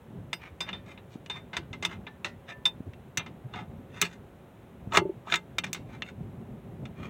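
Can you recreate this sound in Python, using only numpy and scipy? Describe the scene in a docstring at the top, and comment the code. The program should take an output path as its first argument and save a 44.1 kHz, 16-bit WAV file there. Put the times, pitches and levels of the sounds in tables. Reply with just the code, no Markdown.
"""A steel screwdriver levers a shoe and its return spring into place on a car's drum brake, close to the microphone.
Knocks are noise cracks that ring steel modes; scrapes are dense random clicks through the same steel.
A loose part clinks and the spring twangs and shudders, as decaying sines; the shoe scrapes and snaps home.
Hands bump and rumble near the hand-held camera's microphone, over a quiet garage of distant hum and hiss."""
import sys
import numpy as np
from scipy import signal
from scipy.fft import rfft, irfft
from scipy.io import wavfile

SR = 44100
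rng = np.random.default_rng(int(sys.argv[2]) if len(sys.argv) > 2 else 0)


def store_wav(level_fs):
    """Save 16-bit WAV to argv[1]."""
    pcm = np.round(np.clip(np.atleast_2d(level_fs), -1, 1) * 32767)
    wavfile.write(sys.argv[1], SR, pcm.T.astype(np.int16))


N = 312669
CLOCK = np.arange(N) / SR  # s from the start
AGE = np.arange(SR * 6 // 10) / SR  # s within one event, 0.6 s long

# rumble of the hands by the microphone, before its own gain and flutter: [t/s, level/dB]
HAND_LEVELS = [(0.0, -64.5), (0.18, -43.5), (0.29, -60), (0.61, -53), (0.95, -56), (1.72, -52),
               (2.59, -57.5), (2.74, -57.5), (3.2, -54), (3.63, -50), (4.62, -56.5), (4.99, -49.5),
               (5.41, -54), (5.79, -49), (6.08, -48.5), (6.28, -44), (6.52, -44), (7.09, -48)]
# colour of skin and grip noise: [f/Hz, level/dB]
HAND_COLOUR = [(20, -18.5), (45, -10), (75, -3), (140, -0.5), (240, -3.5), (310, -14), (390, -9.5),
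               (480, -20), (750, -22), (1400, -42.5), (3000, -63.5)]
# faint distant hum, each line wandering about its level: [f/Hz, level/dB]
HUM_LINES = [(97, -72.5), (366, -66.5), (554, -64)]
# colour of the garage's noise: [f/Hz, level/dB]
GARAGE_COLOUR = [(25, -28.5), (60, -6), (100, -4.5), (200, -11.5), (400, -12), (700, -15.5), (1200, -22),
                 (2500, -29.5), (3800, -35.5), (4700, -47.5), (6500, -44), (16000, -44)]
# dull bumps of hand and shoe; none peaks before 0.3 s: [peak t/s, level/dB, f/Hz, half length/s]
BUMP_EVENTS = [(.16, -47, 141, 0.023), (0.529, -40, 79, .015), (0.719, -41.5, 193, 0.026),
               (1.158, -29.5, 206, 0.0028), (1.598, -39.5, 338, 0.016), (1.868, -43.5, 333, 0.025),
               (2.806, -32, 218, 0.0031), (2.879, -31.5, 97, 0.017), (3.187, -32, 126.6, .009),
               (3.459, -33.5, 130, .019), (3.738, -43, 156, 0.011), (4.033, -33, 410, .012),
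               (4.875, -26, 119, .003), (4.996, -30, 100, 0.0091), (6.26, -37, 107.3, .018)]
# a loose part rings freely: [t/s, level/dB, boost of modes above 4 kHz/dB, decay time multiple]
CLINK_EVENTS = [(.330, -45.5, 27.5, 1.7), (.605, -28.5, 7, 1.45), (.729, -33.5, -7, 1.35),
                (1.298, -34.5, -3, 2.7), (1.566, -58, 12, 1.2), (1.85, -41, 19, 1.15),
                (2.654, -13, -0.5, 1.0), (5.358, -28, 4, .7)]
# modes of the loose part, before that boost and multiple: [f/Hz, level/dB, t60/s]
LOOSE_MODES = [(2580, -21, 0.11), (3720, -20, 0.043), (3594, 3, 0.0874), (4940, -17, 0.066),
               (5580, -31.5, 0.068), (8330, -24, 0.043), (8800, -35, 0.073), (12400, -51.5, 0.22),
               (14380, -41, 0.17)]
# steel on steel, level before the knocks' gain:
# [t/s, level/dB, crack t60/s, brightness/dB, f/Hz of the mode struck hardest]
KNOCK_EVENTS = [(0.3302, -25, 0.04, -2, 2284), (.605, -30, 0.1, 2, 2360), (.689, -32, .09, -12.5, 2870),
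                (.729, -36.5, 0.19, -11, 2510), (.975, -45.5, 0.098, -18, 2220),
                (1.261, -44.5, 0.035, -1, 2920), (1.2984, -33, 0.11, -2.5, 2540),
                (1.531, -34.5, 0.22, -8.5, 2090), (1.567, -25, 0.058, -1.5, 3540),
                (1.73, -36, 0.093, -5.5, 2120), (1.825, -30, .14, -1, 2067),
                (1.85, -20.5, 0.048, 1.5, 3510), (2.067, -36.5, 0.093, -17, 2200),
                (2.245, -25.5, 0.13, -2.5, 2730), (2.655, -25.5, 0.071, 3.5, 2890),
                (2.935, -49.5, 0.025, -8, 2680), (3.173, -21.5, 0.046, 3, 6051),
                (3.194, -33, 0.12, -23, 2630), (3.262, -40.5, 0.1, -9, 2130),
                (3.537, -37, 0.14, -11.5, 1490), (4.015, -17, 0.037, 9.5, 2580),
                (4.023, -19.5, 0.033, -20.5, 2890), (4.921, -32, .074, -17, 1180),
                (4.9486, -23.5, .04, -8.5, 1203), (4.971, -10, 0.052, -1.5, 1150),
                (5.323, -18.5, 0.04, -7.5, 1310), (5.3399, -16.5, 0.028, -6, 1330),
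                (5.358, -26.5, .026, 1, 6800), (5.584, -20, 0.034, 0.5, 2400),
                (5.637, -33, 0.058, -6.5, 2320), (5.641, -27, 0.045, 0, 2370),
                (5.664, -41.5, 0.11, -3, 3750), (5.7305, -27, 0.034, 10, 3680),
                (5.745, -33.5, 0.12, 0, 3400), (6.0212, -28.5, 0.031, -11, 2686),
                (6.854, -42, .05, -5, 2490)]
# colour of a steel contact: [f/Hz, level/dB]
CONTACT_COLOUR = [(100, -17), (400, -8), (700, -1), (1200, 2.5), (2400, 1.5), (3100, -1.5), (3650, 0.5),
                  (4100, -3.5), (4600, -9.5), (5800, -7.5), (6700, -11.5), (8500, -13.5), (11000, -24.5),
                  (15000, -23)]
# modes of the shoe and backing plate: [f/Hz, level/dB, t60/s]
BRAKE_MODES = [(410.5, -13, 0.24), (700, -12.5, 0.13), (882, -16, 0.28), (975, -5, 0.09),
               (1170, -13, 0.033), (1201, -11.5, .08), (1300, -2.5, 0.08), (1498, -11, .1),
               (1690, -8.5, 0.087), (2087, -2.5, 0.1), (2114, -11, 0.078), (2364, 0, 0.032),
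               (2400, 3, 0.046), (2552, 0, 0.036), (2770, -18.5, 0.11), (2725, -8, 0.11),
               (2800, -1.5, 0.036), (3537, -2, 0.035), (3604, 4.5, 0.046), (3880, -17, 0.058),
               (4160, -13.5, 0.025), (4330, -12.5, 0.08), (5117, -22, 0.04), (5000, -23.5, 0.059),
               (6050, -5.5, 0.027), (5876, -10.5, 0.031), (6363, -2.5, 0.036), (6840, -1.5, 0.033),
               (6920, -12, .05), (7750, -8.5, .05), (7800, -15, .05)]
# modes of the screwdriver's shank: [f/Hz, level/dB, t60/s]
SHANK_MODES = [(940, -10, .08), (2107, -8, 0.087), (2686, -3.5, 0.084), (2902, -2, 0.074),
               (6051, -11, 0.074)]
# the whole brake rocking on its axle: [f/Hz, level/dB, t60/s]
AXLE_MODES = [(173.8, -3.5, 0.29), (340, -6.5, 0.18)]
# tip or shoe dragging over rust: [hardest push t/s, rise/s, level/dB, brightness/dB, f/Hz rubbed hardest]
SCRAPE_EVENTS = [(.449, 0.046, -48.5, -17, 2340), (.68, 0.033, -43, -23, 2480),
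                 (.903, 0.035, -48.5, -9.5, 2120), (1.135, 0.033, -61, 3, 2450),
                 (1.361, 0.037, -47.5, -16.5, 3630), (1.925, 0.03, -42, -11, 2110),
                 (2.504, 0.021, -38, -14, 2680), (3.582, 0.038, -39, -19, 1480),
                 (3.985, 0.051, -48.5, -10, 2100), (4.046, 0.027, -36, -4, 2680),
                 (4.123, 0.028, -50.5, -5, 6700), (4.957, .022, -24, -4.5, 1160),
                 (5.28, 0.017, -40.5, -13, 1120), (5.336, 0.034, -31.5, -6.5, 2170),
                 (5.932, 0.044, -51, -12.5, 2240), (6.078, 0.027, -47, -9, 2730),
                 (7.035, .05, -46, -10, 2360)]
# the spring is plucked, level before the twangs' gain: [t/s, level/dB]
TWANG_EVENTS = [(2.068, -53.5), (2.512, -43.5)]
# modes of the spring's wire: [f/Hz, level/dB, t60/s]
WIRE_MODES = [(990, -15.5, 0.86), (1770, 2, .27), (2470, -22, .12), (3316, -27, 0.13)]
# modes of the spring's sway: [f/Hz, level/dB, t60/s]
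SWAY_MODES = [(338, -4.5, 0.0618), (382, 4, 0.057), (575, -7.5, 0.0432)]

# low spots sound heavier; a glancing contact is over before it moves the plate or sets it ringing
WEIGHT_DB, WEIGHT_DB_PER_OCTAVE, TYPICAL_HZ = 3, -5, 2500
GLANCE_S, GLANCE_DB, GLANCE_RING_DB = 0.035, -10, -5
FALL_PER_RISE = 0.9  # a scrape's push dies away a little faster than it swells
# the stretched spring shudders against the shoe, weaker at every swing
SHUDDER_START_S, SHUDDER_PERIOD_S, SHUDDER_DB, SHUDDER_LOSS_DB = 4.9735, .039, -14.5, 1.5


def undb(db):
    """Decibels to gain."""
    return 10 ** (np.asarray(db) / 20)


def unit(x):
    """Scale to rms 1."""
    return x / np.sqrt(np.mean(x ** 2))


def attack_unit(x, count=350):
    """Scale so that the first 8 ms (count samples) have rms 1."""
    return x / np.sqrt(np.mean(x[:count] ** 2))


def fade(t60):
    """Exponential decay after a blow, down 60 dB after t60 seconds."""
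    return np.exp(-np.log(1000) * AGE / max(t60, 1 / SR))


def add(out, s, sound):
    """Mix a sound in at s seconds, or at the start if s is negative."""
    start = max(int(s * SR), 0)
    out[start:start + len(sound)] += sound[:N - start]


def walk(rate):
    """Smooth random wandering with a spread near 1, taking `rate` new values a second."""
    steps = rng.standard_normal(int(N / SR * rate) + 2)
    return np.interp(CLOCK * rate, np.arange(len(steps)), steps)


def colour(x, points, size=2048):
    """Causal minimum-phase filter with the gain of (f/Hz, level/dB) points."""
    hz, db = np.transpose(points)
    bins = np.arange(size // 2 + 1) * SR / size
    gain = undb(np.interp(np.log(bins + 1), np.log(hz), db))
    # fold the cepstrum so that no sound precedes its cause
    cepstrum = irfft(np.log(gain))
    cepstrum[1:size // 2] *= 2
    cepstrum[size // 2 + 1:] = 0
    impulse = irfft(np.exp(rfft(cepstrum)))
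    return signal.fftconvolve(x, impulse)[:len(x)]


def ring(modes, focus_hz=1, focus_db=0):
    """Decaying modes, slightly varied each time; the point of contact favours those near focus_hz."""
    hz, db, t60 = np.transpose(modes)
    size, detune, sign = rng.standard_normal((len(hz), 3)).T
    nearness = np.exp(-(25 * np.log(hz / focus_hz)) ** 2)
    db = db + focus_db * nearness + 1.5 * size
    hz = hz * (1 + .001 * detune)
    out = np.zeros(len(AGE))
    for f, g, t in zip(hz, np.sign(sign) * undb(db), t60):
        age = AGE[:int(2 * t * SR)]
        out[:len(age)] += g * np.exp(-np.log(1000) * age / t) * np.sin(2 * np.pi * f * age)
    return out


def hands(gain_db=3, flutter_db=4):
    """Shifting grip close to the microphone makes an uneven rumble of coloured noise."""
    db = np.interp(CLOCK, *np.transpose(HAND_LEVELS)) + flutter_db * walk(rate=24)
    return undb(db + gain_db) * unit(colour(rng.standard_normal(N), HAND_COLOUR))


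def garage(hiss_db=-54):
    """Distant hum of slowly wandering sines, over steady coloured noise."""
    hum = sum(undb(db + 2 * walk(rate=2.6)) * np.sin(2 * np.pi * hz * CLOCK) for hz, db in HUM_LINES)
    return hum + undb(hiss_db) * unit(colour(rng.standard_normal(N), GARAGE_COLOUR))


def bumps(grit=0.36):
    """Soft contacts give a few low cycles, made uneven by rubbing noise."""
    out = np.zeros(N)
    middle = AGE.mean()
    lag = AGE - middle
    for s, db, hz, length in BUMP_EVENTS:
        rub = unit(colour(rng.standard_normal(len(AGE)), HAND_COLOUR))
        swell = np.exp(-(lag / length) ** 2)
        add(out, s - middle, undb(db) * swell * (np.sin(2 * np.pi * hz * lag) + grit * rub))
    return out


def clinks(push_s=.01):
    """The loose part rings longer or shorter as it is held, and brighter when caught on its edge."""
    out = np.zeros(N)
    for s, db, upper_db, hold in CLINK_EVENTS:
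        modes = [(hz, mode_db + upper_db * (hz > 4000), t60 * hold) for hz, mode_db, t60 in LOOSE_MODES]
        add(out, s, undb(db) * ring(modes) * (1 - fade(push_s)))
    return out


def weight(t60, hz):
    """How strongly a knock drives the lows, in dB: more at low spots, less when glancing."""
    spot_db = WEIGHT_DB_PER_OCTAVE * np.log2(hz / TYPICAL_HZ)
    return WEIGHT_DB + spot_db + GLANCE_DB * (GLANCE_S / t60) ** 2


def clatter(t60, count=110):
    """The many small parts behind the shoe: crowded modes, a different mix at every blow."""
    place, life, size = rng.random(count), rng.random(count), rng.standard_normal(count)
    hz = 300 + 15500 * place ** 1.5
    # some last longer than others; the high ones die first
    mode_t60 = t60 * (.5 + .7 * life) * (2500 / np.maximum(hz, 2500)) ** .25
    rate = np.log(1000) / mode_t60
    age = AGE[:len(AGE) // 5]
    sound = size @ (np.exp(-np.outer(rate, age)) * np.sin(2 * np.pi * np.outer(hz, age)))
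    return attack_unit(np.pad(sound, (0, len(AGE) - len(age))))


def knocks(gain_db=-3, tick_db=12, build=.05, parts_db=-3, parts_hold=1.6, ring_db=3, focus_db=9):
    """Each knock is a sharp tick, a crack, a clatter of small parts, and the longer ring of shoe, plate and tool."""
    out = np.zeros(N)
    for s, db, t60, top_db, hz in KNOCK_EVENTS:
        glance = (GLANCE_S / t60) ** 2
        # a contact that chatters longer also takes longer to build up
        onset = 1 - fade(build * t60)
        noise = rng.standard_normal(len(AGE)) * fade(t60)
        parts = undb(parts_db) * clatter(parts_hold * t60) / 2
        crack = (noise + parts) * onset
        crack[0] += undb(tick_db) * glance
        steel = attack_unit(ring(BRAKE_MODES + SHANK_MODES, hz, focus_db) * onset)
        blow = attack_unit(colour(crack, CONTACT_COLOUR)) + undb(ring_db + GLANCE_RING_DB * glance) * steel
        # a heavy blow moves the whole plate; a hard, short contact reaches the top modes
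        tilt = [(1000, weight(t60, hz)), (1900, 0.0037), (3700, 0), (6000, top_db), (13000, 2.0 * top_db - 3.5)]
        add(out, s, undb(db + gain_db) * attack_unit(colour(blow, tilt)))
    return out


def spring(events, modes, push_s, gain_db=0):
    """A springy part rings at each event, building up while the push lasts."""
    out = np.zeros(N)
    for s, db in events:
        add(out, s, undb(db + gain_db) * ring(modes) * (1 - fade(push_s)) ** 2)
    return out


def thumps():
    """Every knock rocks the whole brake on its axle, harder for heavier blows."""
    events = [(s, db + weight(t60, hz) / 2) for s, db, t60, _, hz in KNOCK_EVENTS]
    return spring(events, AXLE_MODES, push_s=.02, gain_db=-13.5)


def scrapes(slips_per_s=2000, smear_t60=0.026, ring_db=-2, focus_db=7, weight_db=8, light_hz=2500):
    """Dense stick-slip clicks, bunched where the rust catches, excite the shoe and plate."""
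    out = np.zeros(N)
    middle = AGE.mean()
    lag = AGE - middle
    for s, rise, db, edge_db, hz in SCRAPE_EVENTS:
        slips = (rng.random(len(AGE)) < slips_per_s / SR) * rng.standard_normal(len(AGE))
        catches = undb(2.5 * walk(rate=220)[:len(AGE)])
        push = np.exp(-np.abs(lag / np.where(lag < 0, rise, FALL_PER_RISE * rise)) ** 1.7)
        rub = unit(slips * catches) * push
        smear = rng.standard_normal(len(AGE)) * fade(smear_t60)
        body = attack_unit(colour(smear, CONTACT_COLOUR))
        body = body + undb(ring_db) * attack_unit(ring(BRAKE_MODES, hz, focus_db))
        # rubbing a heavy, low-pitched spot drags the whole shoe, so its low modes join in
        low_db = max(weight_db * np.log2(light_hz / hz), -2)
        body = colour(body, [(1200, low_db), (1900, 0.0052), (7000, edge_db)])
        add(out, s - middle, undb(db) * signal.fftconvolve(rub, body / np.linalg.norm(body)))
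    return out


def twangs():
    """The plucked spring rings in its wire's modes."""
    return spring(TWANG_EVENTS, WIRE_MODES, push_s=0.0063, gain_db=3.5)


def shudders(count=4):
    """The spring's sway modes ring at evenly spaced, weakening swings against the shoe."""
    swings = [(SHUDDER_START_S + k * SHUDDER_PERIOD_S, SHUDDER_DB - k * SHUDDER_LOSS_DB) for k in range(count)]
    return spring(swings, SWAY_MODES, push_s=0.028)


def scene():
    """All of the brake's sounds over hands and garage, on one channel."""
    background = hands() + garage()
    contacts = bumps() + clinks() + knocks() + thumps() + scrapes()
    return (background + contacts + twangs() + shudders())[None]


def record(dry):
    """The camera's microphone cuts the deep bass below 48 Hz and the top above 16.1 kHz."""
    dry = signal.sosfilt(signal.butter(3, 48, "high", fs=SR, output="sos"), dry)
    return signal.sosfilt(signal.ellip(8, .2, 70, 16100, fs=SR, output="sos"), dry)


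dry = scene()
out = record(dry)
store_wav(out)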